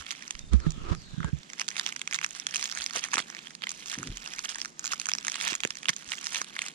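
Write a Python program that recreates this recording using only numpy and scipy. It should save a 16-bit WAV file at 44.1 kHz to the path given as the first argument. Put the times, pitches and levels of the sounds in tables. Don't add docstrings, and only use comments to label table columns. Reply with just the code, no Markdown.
import sys
import numpy as np
from scipy import signal
from scipy.fft import rfft, irfft, next_fast_len
from scipy.io import wavfile
from scipy.ndimage import map_coordinates

SR = 44100
rng = np.random.default_rng(int(sys.argv[2]) if len(sys.argv) > 2 else 0)


def wrap_up_sound(samples):
    columns = np.atleast_2d(samples).T
    tamed = np.clip(columns, -1, 1)
    steps = np.round(tamed * 32767).astype(np.int16)
    wavfile.write(sys.argv[1], SR, steps)


def volts_from_db(level):
    exponent = np.asarray(level, float) / 20
    return 10 ** exponent


N = 297542


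def rms_one(x):
    return x / np.sqrt(np.mean(x ** 2) + 1e-20)


def in_time(rows, fade_s=0.01):
    s, *columns = np.transpose(rows)
    t = np.arange(N) / SR
    gate = np.clip(np.minimum(t - s[0], s[-1] - t) / fade_s + 1, 0, 1)
    return [np.interp(t, s, c) for c in columns] + [gate]


def at_hz(points, hz):
    f, v = np.transpose(points)
    return np.interp(np.log(hz + 1), np.log(f + 1), v)


def shaped(x, points, phase=((0, 0), (1, 0))):
    size = next_fast_len(N + 4096)
    hz = np.arange(size // 2 + 1) * SR / size
    turn = np.exp(1j * np.interp(hz, *np.transpose(phase)))
    return irfft(rfft(x, size) * volts_from_db(at_hz(points, hz)) * turn, size)[..., :N]


def drift(rate_hz):
    r = np.exp(-2 * np.pi * rate_hz / SR)
    return rms_one(signal.lfilter([1], [1, -2 * r, r * r], rng.standard_normal(N + SR))[SR:])


def ring(clicks, hz, t60):
    r, w = volts_from_db(-60 / (t60 * SR)), 2 * np.pi * hz / SR
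    return signal.lfilter([0, np.sin(w)], [1, -2 * r * np.cos(w), r * r], clicks + 1e-18)


def band(x, low_hz, high_hz):
    return signal.sosfilt(signal.butter(2, [low_hz, high_hz], "band", fs=SR, output="sos"), x)


def add(out, sound, s):
    i = round(s * SR)
    out[i:i + len(sound)] += sound[:max(N - i, 0)]


def swell_db(s, crest_db, rise_s, fall_s):
    late = np.arange(N) / SR - s
    return crest_db - 12.5 * np.maximum(-late / max(rise_s, .004), late / max(fall_s, .004))


def hand_work():
    # t/s, peak level/dB, panel pitch f/Hz,
    # edge level over panel/dB
    crease_rows = [(0.0058, -33, 3490, -1), (0.0106, -29, 1440, -9), (0.0644, -26, 3530, -26),
                   (0.1068, -18.5, 4100, -51), (0.113, -19, 4100, -6), (0.1224, -24, 2320, -2),
                   (0.1498, -34, 3080, -29), (0.2226, -29, 2300, -5), (0.2783, -25.5, 2380, 17),
                   (0.3069, -15.5, 3330, -3), (0.3515, -27.5, 2650, -9), (0.3916, -26, 2650, 18),
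                   (0.5337, -26.5, 4690, -7), (0.6011, -32, 1860, -6), (0.6644, -32, 1460, -20),
                   (0.7052, -27, 4500, 15), (0.7187, -31.5, 4220, 2), (0.802, -46, 1200, -28),
                   (0.949, -28.5, 3660, -9), (1.108, -47, 1320, -12), (1.2034, -28.5, 1320, -21),
                   (1.2296, -28, 1520, -29), (1.2447, -23, 1380, -17), (1.431, -35.5, 3810, -24),
                   (1.4999, -28, 2920, -7), (1.533, -22.5, 2220, 0.5), (1.596, -14.5, 2670, 4),
             (1.611, -19, 2860, 5), (1.615, -13, 2430, -11), (1.6804, -16.5, 4370, -3),
             (1.686, -14, 3960, -4.5), (1.7033, -23, 2000, 6), (1.7132, -28, 2500, -15),
             (1.757, -25, 2400, -12), (1.7659, -17.0, 3160, -16), (1.7792, -21, 3510, -6),
             (1.7956, -12, 4240, -18), (1.8116, -21.5, 3180, -19), (1.863, -11, 3120, -10),
             (1.873, -22, 3360, -9), (1.8896, -20, 2570, -1), (1.9235, -20.5, 2630, -9),
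             (1.962, -19.5, 2370, -3.5), (1.9934, -25.5, 4440, -5), (2.015, -18, 3230, -11),
             (2.075, -15.5, 2900, -8), (2.1105, -20, 2480, -2), (2.126, -18, 2220, -10),
             (2.133, -17.5, 2300, 0), (2.1442, -10.5, 4530, -7), (2.1482, -17, 2270, -7),
             (2.1527, -18, 4310, 7), (2.1593, -19, 3620, -9), (2.1874, -18.5, 2400, -13),
             (2.2135, -18, 2440, -14), (2.228, -26, 2330, -25), (2.2342, -24, 4110, 14),
             (2.2443, -10, 2550, -15.5), (2.2624, -20, 1520, 3), (2.3073, -24.5, 3830, 15),
             (2.3495, -23.5, 3530, 2), (2.3983, -17, 3060, 1),
                   (2.467, -11, 3450, -7.5), (2.509, -24.5, 2400, 20), (2.5235, -32, 2600, -10),
            (2.5401, -19, 2610, -7), (2.545, -18, 3490, 14), (2.551, -29, 2580, 8), (2.5584, -10, 2970, -8),
            (2.5651, -16, 4440, 8), (2.594, -21.5, 2860, -9), (2.612, -22, 4500, -4),
            (2.626, -14.5, 2700, 4), (2.6404, -14.5, 4830, 15), (2.6558, -18, 4650, 16),
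            (2.6901, -28, 3570, -12), (2.6973, -22.5, 2990, 15), (2.7139, -19.5, 4670, 25),
            (2.7232, -20, 1620, 5), (2.7492, -23, 1620, 8), (2.7729, -20, 1740, -9),
            (2.787, -21.5, 4300, 4), (2.8084, -21, 3100, -4), (2.819, -19, 4500, -35), (2.84, -22, 4690, 9),
            (2.862, -15, 4300, 0), (2.9078, -23, 1790, 0.5), (2.934, -23, 3620, 8),
            (2.9598, -16, 1960, -3.5), (2.964, -20, 2890, 6), (2.9737, -27, 4590, 12),
            (2.983, -26, 2950, 10), (2.9927, -20.5, 3080, 14), (3.039, -14.5, 3020, -1),
            (3.1326, -17.5, 1490, -12), (3.1342, -16.5, 1600, -2), (3.1393, -11, 1850, -8),
            (3.141, -16, 4000, 14), (3.156, -14.5, 3400, -1), (3.1691, -14, 1480, -15),
            (3.1801, -12.5, 1410, -15), (3.1908, -18, 1800, -15), (3.192, -25, 4900, -8),
            (3.2012, -18.5, 3570, -16),
                   (3.3, -22.5, 1770, -1.5), (3.348, -23.5, 2370, -4.5), (3.3666, -29, 2300, -18),
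              (3.389, -25.5, 3600, -18), (3.5063, -29, 2450, -4), (3.5501, -25.5, 4870, -18),
              (3.62, -24, 3260, -44), (3.6363, -25, 3540, -28), (3.669, -20.5, 2560, -19),
              (3.6922, -18.5, 4440, 19), (3.705, -22.5, 3350, -1), (3.7164, -17.5, 3660, 9),
              (3.8584, -24, 3360, 4), (3.8978, -24, 4630, 29), (3.9156, -23.5, 3300, 23),
              (3.9337, -29, 2350, -7), (3.939, -20.5, 3130, -6), (3.9436, -21.5, 3140, -6),
              (3.953, -29, 2280, -12), (3.9861, -21.5, 3270, 8), (4.0292, -21, 1390, -5),
              (4.038, -30, 3120, -7), (4.0728, -20.5, 3250, 0), (4.1706, -22, 3300, -2),
              (4.26, -24.5, 2960, -16), (4.2748, -21, 1550, -2), (4.3354, -23.5, 2290, -1),
              (4.3846, -24, 2550, -8), (4.391, -17.5, 2650, 7), (4.4481, -20, 2760, 6),
              (4.49, -22, 3530, 8), (4.4926, -20.5, 3420, 16), (4.511, -26, 3040, 6),
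              (4.546, -23, 3080, 19), (4.556, -23.5, 1500, -6), (4.584, -22.5, 2000, -1),
              (4.602, -25, 4650, 12), (4.6154, -15, 4840, 38), (4.648, -20.5, 1520, -3),
              (4.6565, -21, 1380, -0.5),
                   (4.8419, -21.5, 1270, -2), (4.8502, -16, 1320, 3.5), (4.856, -16, 3370, 30),
            (4.867, -19, 3340, 9), (4.9173, -20.5, 1690, -2), (4.924, -16.5, 3300, -6),
            (4.933, -14.5, 1550, -4), (4.9978, -16.5, 4700, 3), (5.015, -19.5, 3700, -6.5),
            (5.056, -17, 3360, 0), (5.067, -21, 1580, 1), (5.087, -15.5, 1450, -3),
            (5.0941, -14.5, 3360, -5), (5.116, -15, 3270, -9), (5.1351, -13, 4690, 14),
            (5.1503, -15, 1520, -1.5), (5.184, -18.5, 3200, 8), (5.248, -20, 2710, -5),
            (5.268, -13.5, 2230, 0), (5.2809, -11.5, 2140, -3), (5.298, -19, 3380, 6),
            (5.318, -17.5, 3660, -1), (5.3419, -20, 3640, -27), (5.3557, -16.5, 3360, -9),
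            (5.4012, -20.5, 3170, -17), (5.411, -15, 3320, -8), (5.4195, -28, 2500, -2),
            (5.441, -20, 2730, -17), (5.45, -20.5, 3490, -2), (5.4723, -22, 2710, -10),
            (5.4766, -19, 3130, -7), (5.4863, -18.5, 3230, -8),
                   (5.509, -23, 3080, -21), (5.5195, -27, 2800, -14), (5.53, -16.5, 3160, -12),
                 (5.5388, -24, 2110, -15), (5.5514, -15, 2440, 1), (5.6033, -19, 3760, -8),
                 (5.6347, -12, 2700, -17), (5.6407, -23, 3550, -7), (5.6491, -11, 2500, -10),
                 (5.6733, -23, 3290, 20), (5.7052, -17, 3290, -2.5), (5.7535, -25.5, 2620, 2),
                 (5.7699, -25, 3270, 0), (5.8556, -19, 2760, -22), (5.8847, -11.5, 2950, -19),
                 (5.8915, -11.5, 3000, -23), (5.897, -31, 2000, -1), (5.9313, -29.5, 3120, -21),
                 (5.9634, -23.5, 3650, 11), (6.023, -32, 2500, -13), (6.0887, -26, 3920, -11),
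                 (6.095, -30, 2580, 0), (6.1188, -14, 3200, -30), (6.1284, -24, 2720, -4),
                 (6.1344, -22, 2400, -15), (6.1825, -26.5, 2900, -11), (6.2158, -30, 2800, 6),
                 (6.2287, -28, 2570, -8), (6.2424, -26, 3520, 3), (6.255, -23, 3220, 11),
                 (6.2616, -19, 3210, 3), (6.2681, -14, 3520, 5), (6.3453, -15.5, 3440, -8),
                 (6.357, -15.5, 3460, -19), (6.3667, -21, 3330, -12), (6.415, -15.5, 1460, -3.5),
                 (6.4443, -25, 3830, -15), (6.5646, -22, 2040, -17), (6.5901, -15, 3440, -29),
                 (6.6179, -17, 2920, -8), (6.6627, -23, 2830, -5), (6.6837, -21, 4000, 2),
                   (3.0853, -26.5, 1910, -7.5), (3.1162, -27.5, 4200, -1), (3.1807, -15.5, 4420, -15),
             (3.4702, -28, 3080, -22), (4.7929, -21, 1560, 7), (4.8762, -19, 4400, 10),
             (5.7852, -30, 3770, -22), (5.8302, -23.5, 2940, -11), (5.8441, -32, 2590, -16),
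             (5.935, -31, 4030, 2), (6.553, -29, 3160, -26)]
    return crease_rows


def spit(jerks):
    return .05 * ring(jerks, 9800, .0025) + volts_from_db(-13) * ring(jerks, 14000, .0015)


def snaps(rows):
    out, chance = np.zeros(N), rng.random((len(rows), 17))
    for (s, peak_db, hz, edge_db), c in zip(rows, chance):
        jerks = np.zeros(700)
        when = np.cumsum(1 + c[:5] ** 1.5 * .0012 * SR).astype(int)
        jerk_db = np.array([-20, -11, 0, -3, -7]) - 6 * c[5:10]
        jerks[when] = volts_from_db(jerk_db) * np.sign(c[10:15] - .5)
        overtone_hz = min(hz * (1.4 + .8 * c[16]), 5200)
        overtone = volts_from_db(-6 + .68 * min(edge_db, 0)) * ring(jerks, overtone_hz, 7 / overtone_hz)
        panel = ring(jerks, hz, 6 / hz) + overtone
        fray = spit(jerks) + np.flip(spit(np.flip(jerks)))
        edge = ring(jerks, 5300 + 1700 * c[15], .002) + fray
        sound = panel / abs(panel).max() + volts_from_db(edge_db + 6) * edge / abs(edge).max()
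        start_s = max(s - when[2] / SR - .0002, 0)
        add(out, volts_from_db(peak_db + 4) * sound / abs(sound).max(), start_s)
    return band(band(out, 1000, 11800), 1000, 11800)


def knead():
    # t/s, crackle level/dB
    grip = [(0.25, -55.5), (0.45, -65), (1.5, -62), (2.45, -56), (2.7, -49), (3.5, -58), (3.6, -70),
            (3.68, -52.5), (4.66, -59), (4.74, -67), (4.84, -53), (5.9, -60.5), (6.2, -50.5), (6.75, -62)]
    # crest t/s, crackle level/dB, build-up/s
    squeezes = [(0.001, -47.5, 0.043), (0.111, -45, 0.074), (1.61, -43.5, 0.033), (1.785, -43, 0.057),
                (1.876, -42.5, 0.096), (2.151, -44, 0.022), (2.239, -39.5, 0.012), (2.368, -47, 0.042),
                (2.557, -43, 0.04), (2.641, -41.5, 0.16), (2.806, -41.5, 0.08), (2.97, -36.5, 0.037),
                (3.049, -43, 0.035), (3.143, -40.5, 0.031), (3.187, -36, 0.032), (3.47, -53.5, 0.12),
                (3.637, -31, 0.0051), (3.931, -44.5, 0.11), (4.234, -44, 0.036), (4.391, -49, 0.59),
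                (4.453, -40.5, 0.03), (4.504, -41, 0.029), (4.613, -50, 0.28), (4.927, -35.5, 0.019),
                (5.476, -32.5, 0.031), (5.515, -39, 0.26), (5.893, -28, 0.0073), (6.131, -43, 0.04),
                (6.362, -39, 0.077), (6.675, -47.5, 0.32)]
    level_db = in_time(grip)[0]
    for s, crest_db, rise_s in squeezes:
        level_db = np.maximum(level_db, swell_db(s, crest_db, rise_s, min(rise_s, .046)))
    return level_db


def crackle(level_db, bright_db, panel_hz):
    # f/Hz, level per Hz/dB
    foil_colour = [(290, -41), (500, -32), (1080, -77), (1300, 16), (2360, 13.5), (3390, 18), (3920, 8.5),
                   (6420, 19.5), (10100, -4.5), (16000, -45)]
    sizes = volts_from_db(3.3 * np.minimum(rng.exponential(1, N), 4)) * rng.choice([-1, 1], N)
    born = rng.random(N) < 3500 * volts_from_db(3.2 * drift(50)) / SR
    pitches, dealt = np.geomspace(600, 14000, 30), rng.integers(0, 30, N)
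    split_hz, focus_db_per_octave = 4500, 7.0
    octaves_off = abs(np.log2(np.minimum(pitches[dealt], split_hz) / panel_hz))
    sizes = sizes * volts_from_db(-focus_db_per_octave * octaves_off * (pitches[dealt] < split_hz))
    dull, bright = 0, 0
    for k, hz in enumerate(pitches):
        grains = rms_one(ring(sizes * born * (dealt == k), hz, 11 / hz))
        grains = grains * np.sqrt(hz) * volts_from_db(at_hz(foil_colour, hz))
        if hz < split_hz:
            dull = dull + grains
        else:
            bright = bright + grains
    mix = rms_one(dull) + volts_from_db(bright_db) * rms_one(bright)
    return volts_from_db(level_db + 3.5) * band(mix, 734, 12100)


def pops():
    # t/s, peak level/dB, f/Hz, t60/s
    folds = [(2.955, -37.5, 680, 0.025), (2.968, -40.5, 493, 0.024), (1.243, -38, 900, 0.026),
             (3.152, -35.5, 300, 0.01), (3.176, -25.5, 202, 0.0048), (3.2, -29.5, 219, 0.0048),
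             (5.523, -38, 340, 0.023), (5.651, -27.5, 420, 0.011), (5.894, -33.5, 154, 0.027),
             (6.415, -36, 805, 0.0037)]
    out, click = np.zeros(N), np.pad(np.hanning(40) / 20, (0, 4000))
    for s, peak_db, hz, t60 in folds:
        add(out, volts_from_db(peak_db + 10) * ring(click, hz, t60), s)
    return band(band(out, 120, 3000), 120, 3000)


def at_ports(foil, pan_db):
    # f/Hz, level/dB
    shadow = [(200, -25), (700, -13.5), (2400, -18.5), (4400, -26), (8100, -13), (15000, -7)]
    # f/Hz, phase/radians
    port_phase = [(340, -.3), (1030, 1.9), (1640, 2.0), (2330, 1.3), (4050, .5), (5000, -2.0), (8270, -3.3),
                  (15700, -9.9)]
    far = map_coordinates(foil, [np.arange(N) + .75 * drift(5.7)], order=3)
    return np.array([shaped(far, shadow, port_phase) * volts_from_db(pan_db + 6), foil]) * volts_from_db(4)


def patio(x, t60, count):
    t, out = np.arange(int(t60 * SR)) / SR, 0
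    pose = np.repeat(rng.integers(0, count, N // 400 + 1), 400)[:N]
    for k in range(count):
        tail = rng.standard_normal((2, len(t))) * volts_from_db(-60 * t / t60) * (t > .0003)
        tail = tail / np.sqrt(np.sum(tail[0] ** 2))
        out = out + signal.oaconvolve((x * (pose == k))[None], tail, axes=1)[:, :N]
    return out


def bumps(rows):
    out, t = np.zeros(N), np.arange(SR // 2) / SR
    for s, peak_db, hz, t60, push_s in rows:
        push_s = min(push_s, .05)
        rise = np.sin(np.pi / 2 * np.clip(t / push_s, 0, 1)) ** 2
        swell = rise * volts_from_db(-60 * np.maximum(t - push_s, 0) / t60)
        add(out, -volts_from_db(peak_db + 16.5) * swell * np.sin(2 * np.pi * hz * t), s)
    return out


def arm_bumps():
    # t/s, peak level/dB, f/Hz, t60/s, push length/s
    knocks = [(.506, -23, 60.7, 0.13, 0.05), (.53, -30.5, 204, 0.043, 0.015),
              (.6655, -26, 156.6, 0.11, 0.002), (.908, -26, 73.6, 0.042, 0.0075),
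              (.915, -33.5, 166, 0.12, 0.0023), (1.176, -33, 154, 0.045, 0.007),
              (1.2, -34.5, 154, 0.073, 0.0031), (1.243, -33.5, 159, 0.057, 0.0041),
              (1.245, -36, 61, 0.11, 0.008), (1.329, -30, 146, 0.07, 0.0045),
              (1.334, -37, 63.5, 0.1, 0.0068)]
    thuds = bumps(knocks)
    return np.array([-volts_from_db(-18.5) * thuds, thuds])


def press():
    # t/s, rumble level/dB, knocking level/dB
    pressure = [
        (0.35, -60, -65.5),
        (0.694, -45.5, -53),
        (1.02, -59.5, -63.5),
        (1.192, -65, -62),
        (1.42, -73, -67),
    ]
    white = rng.standard_normal((2, 2, N))
    rumble, knock = rms_one(band(white[0], 19, 43)), rms_one(band(white[1], 107, 173))
    rumble_db, knock_db, gate = in_time(pressure)
    return gate * (volts_from_db(rumble_db + 7.5) * rumble + volts_from_db(knock_db + 8) * knock) * volts_from_db(6.1 * drift(45))


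def drag():
    # crest t/s, level/dB, build-up/s, shell tone f/Hz, tone level/dB
    strokes = [
        (0.535, -36, 0.013, 1330, -8),
        (0.667, -44.5, 0.053, 1345, 0),
        (0.928, -38.5, 0.09, 1273, -0.5),
        (1.283, -46, 0.096, 1610, 0),
    ]
    # f/Hz, width/Hz, level/dB
    shell_modes = [(380, 77, -1), (950, 1300, -8.5), (4240, 21000, -5.5)]
    slips = rng.standard_normal((2, N)) * (rng.random(N) < 2500 / SR)
    slips = band(slips, 200, 6000)
    shell = sum(volts_from_db(db) * rms_one(ring(slips, hz, 0.84 / width)) for hz, width, db in shell_modes)
    out = 0
    for s, crest_db, rise_s, hz, tone_db in strokes:
        tone = rms_one(ring(ring(slips, hz, .012), hz, .012))
        out = out + volts_from_db(swell_db(s, crest_db, rise_s, .022)) * (volts_from_db(tone_db) * tone + shell)
    return band(out, 120, 6300)


def gap():
    # start t/s, end t/s, from f/Hz, to f/Hz, level/dB, bend
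    slides = [
        (.62, .88, 4400, 2600, -56, .9),
        (.97, 1.25, 5200, 3350, -55.5, .6),
    ]
    low_pass = signal.butter(2, 340, fs=SR, output="sos")
    slow = signal.sosfilt(low_pass, rng.standard_normal((2, 2, N)))
    slow = rms_one(slow[0]) + 1j * rms_one(slow[1])
    out, t = 0, np.arange(N) / SR
    for start, end, from_hz, to_hz, level_db, bend in slides:
        hz = from_hz * (to_hz / from_hz) ** np.clip((t - start) / (end - start), 0, 1) ** bend
        gate = np.clip(np.minimum(t - start, end - t) / .05 + 0.83, 0, 1)
        carrier = np.exp(2j * np.pi * np.cumsum(hz) / SR)
        out = out + gate * volts_from_db(level_db) * np.real(slow * carrier)
    return out


def table():
    # t/s, level/dB
    grumble = [
        (3.977, -39.5),
        (3.995, -39),
        (4.045, -52),
        (4.07, -40),
        (4.14, -53),
        (4.25, -77),
    ]
    # t/s, peak level/dB, f/Hz, t60/s, push length/s
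    leans = [
        (4.085, -50.5, 100, 0.051, 0.021),
        (4.08, -49.5, 36, 0.28, 0.021),
        (0.0013, -59.5, 71, 0.088, 0.0044),
        (2.77, -72, 70, 0.13, 0.038),
        (6.07, -69.5, 72, 0.068, 0.011),
    ]
    level_db, gate = in_time(grumble, fade_s=0.0018)
    wood = band(band(rng.standard_normal(N), 110, 345), 60, 360)
    return gate * volts_from_db(level_db) * rms_one(wood) + bumps(leans)


def bird():
    # t/s, level/dB
    peeps = [
        (.41, -54),
        (.425, -55),
        (.455, -58),
        (.49, -57),
    ]
    out, t = np.zeros(N), np.arange(1300) / SR
    for s, db in peeps:
        swell = (t / 0.0052) * np.exp(1 - t / 0.0061)
        add(out, volts_from_db(db) * swell * np.sin(2 * np.pi * 3650 * t), s - .006)
    return out


def air():
    # f/Hz, level per Hz/dB
    air_colour = [(18, -67), (30, 2), (87, -14), (147, 7), (205, 10), (581, -4), (1140, -3.5), (1340, -5),
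                  (3880, -9.5), (7240, -6.5), (10200, -28), (15000, -60)]
    # f/Hz, likeness
    likeness = [(60, 0.71), (300, 0.9), (640, 0.13), (1400, -1.1), (3100, 0.84), (7000, 0.11)]
    mid, side = rng.standard_normal((2, N))
    mid_share = [(hz, 10 * np.log10(1.38 + np.clip(c, -1, 1))) for hz, c in likeness]
    side_share = [(hz, 10 * np.log10(1.38 - np.clip(c, -1, 1))) for hz, c in likeness]
    mid, side = shaped(mid, mid_share), shaped(side, side_share)
    hum = rms_one(shaped(mid + side * [[1], [-1]], air_colour))
    hum = volts_from_db(-55.5 + 0.94 * drift(7)) * hum
    return hum + band(hum, 20, 110) * (volts_from_db(3 * drift(4)) - 1)


def scene():
    # t/s, brightness/dB, left-right level/dB
    hands = [
        (0, -0.5, 0),
        (3.8, -1, 3),
        (5.9, 1.5, 2.5),
        (6.2, 2.5, 1),
        (6.75, -3.5, 7),
    ]
    bright_db, pan_db, _ = in_time(hands)
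    rows = hand_work()
    _, panel_hz, edge_db, _ = in_time(sorted(rows))
    creases = snaps([(s + .001, *rest) for s, *rest in rows])
    bed = crackle(knead(), bright_db + .088 * edge_db, panel_hz)
    foil = creases + bed + pops()
    scatter = volts_from_db(-7) * patio(foil, .01, count=10) + volts_from_db(-19) * patio(foil, .1, count=2)
    pressing = press() * volts_from_db(np.array([[-5], [4]]))
    rubbing = drag() * volts_from_db(np.array([[1.5], [3]]))
    housing = arm_bumps() + pressing + rubbing
    background = table() + gap() + bird() + air() * volts_from_db(np.array([[-.7], [1.3]]))
    return at_ports(foil, pan_db) + scatter + housing + background


def band_limit(x):
    return signal.sosfilt(signal.butter(12, 16790, fs=SR, output="sos"), x)


def record(dry):
    # f/Hz, level/dB
    closing_tone = [(9500, -1), (12500, -7.5), (15950, -3.5), (16600, -30)]
    heard = shaped(dry, closing_tone)
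    return band_limit(heard)


dry = scene()
out = record(dry)
wrap_up_sound(out)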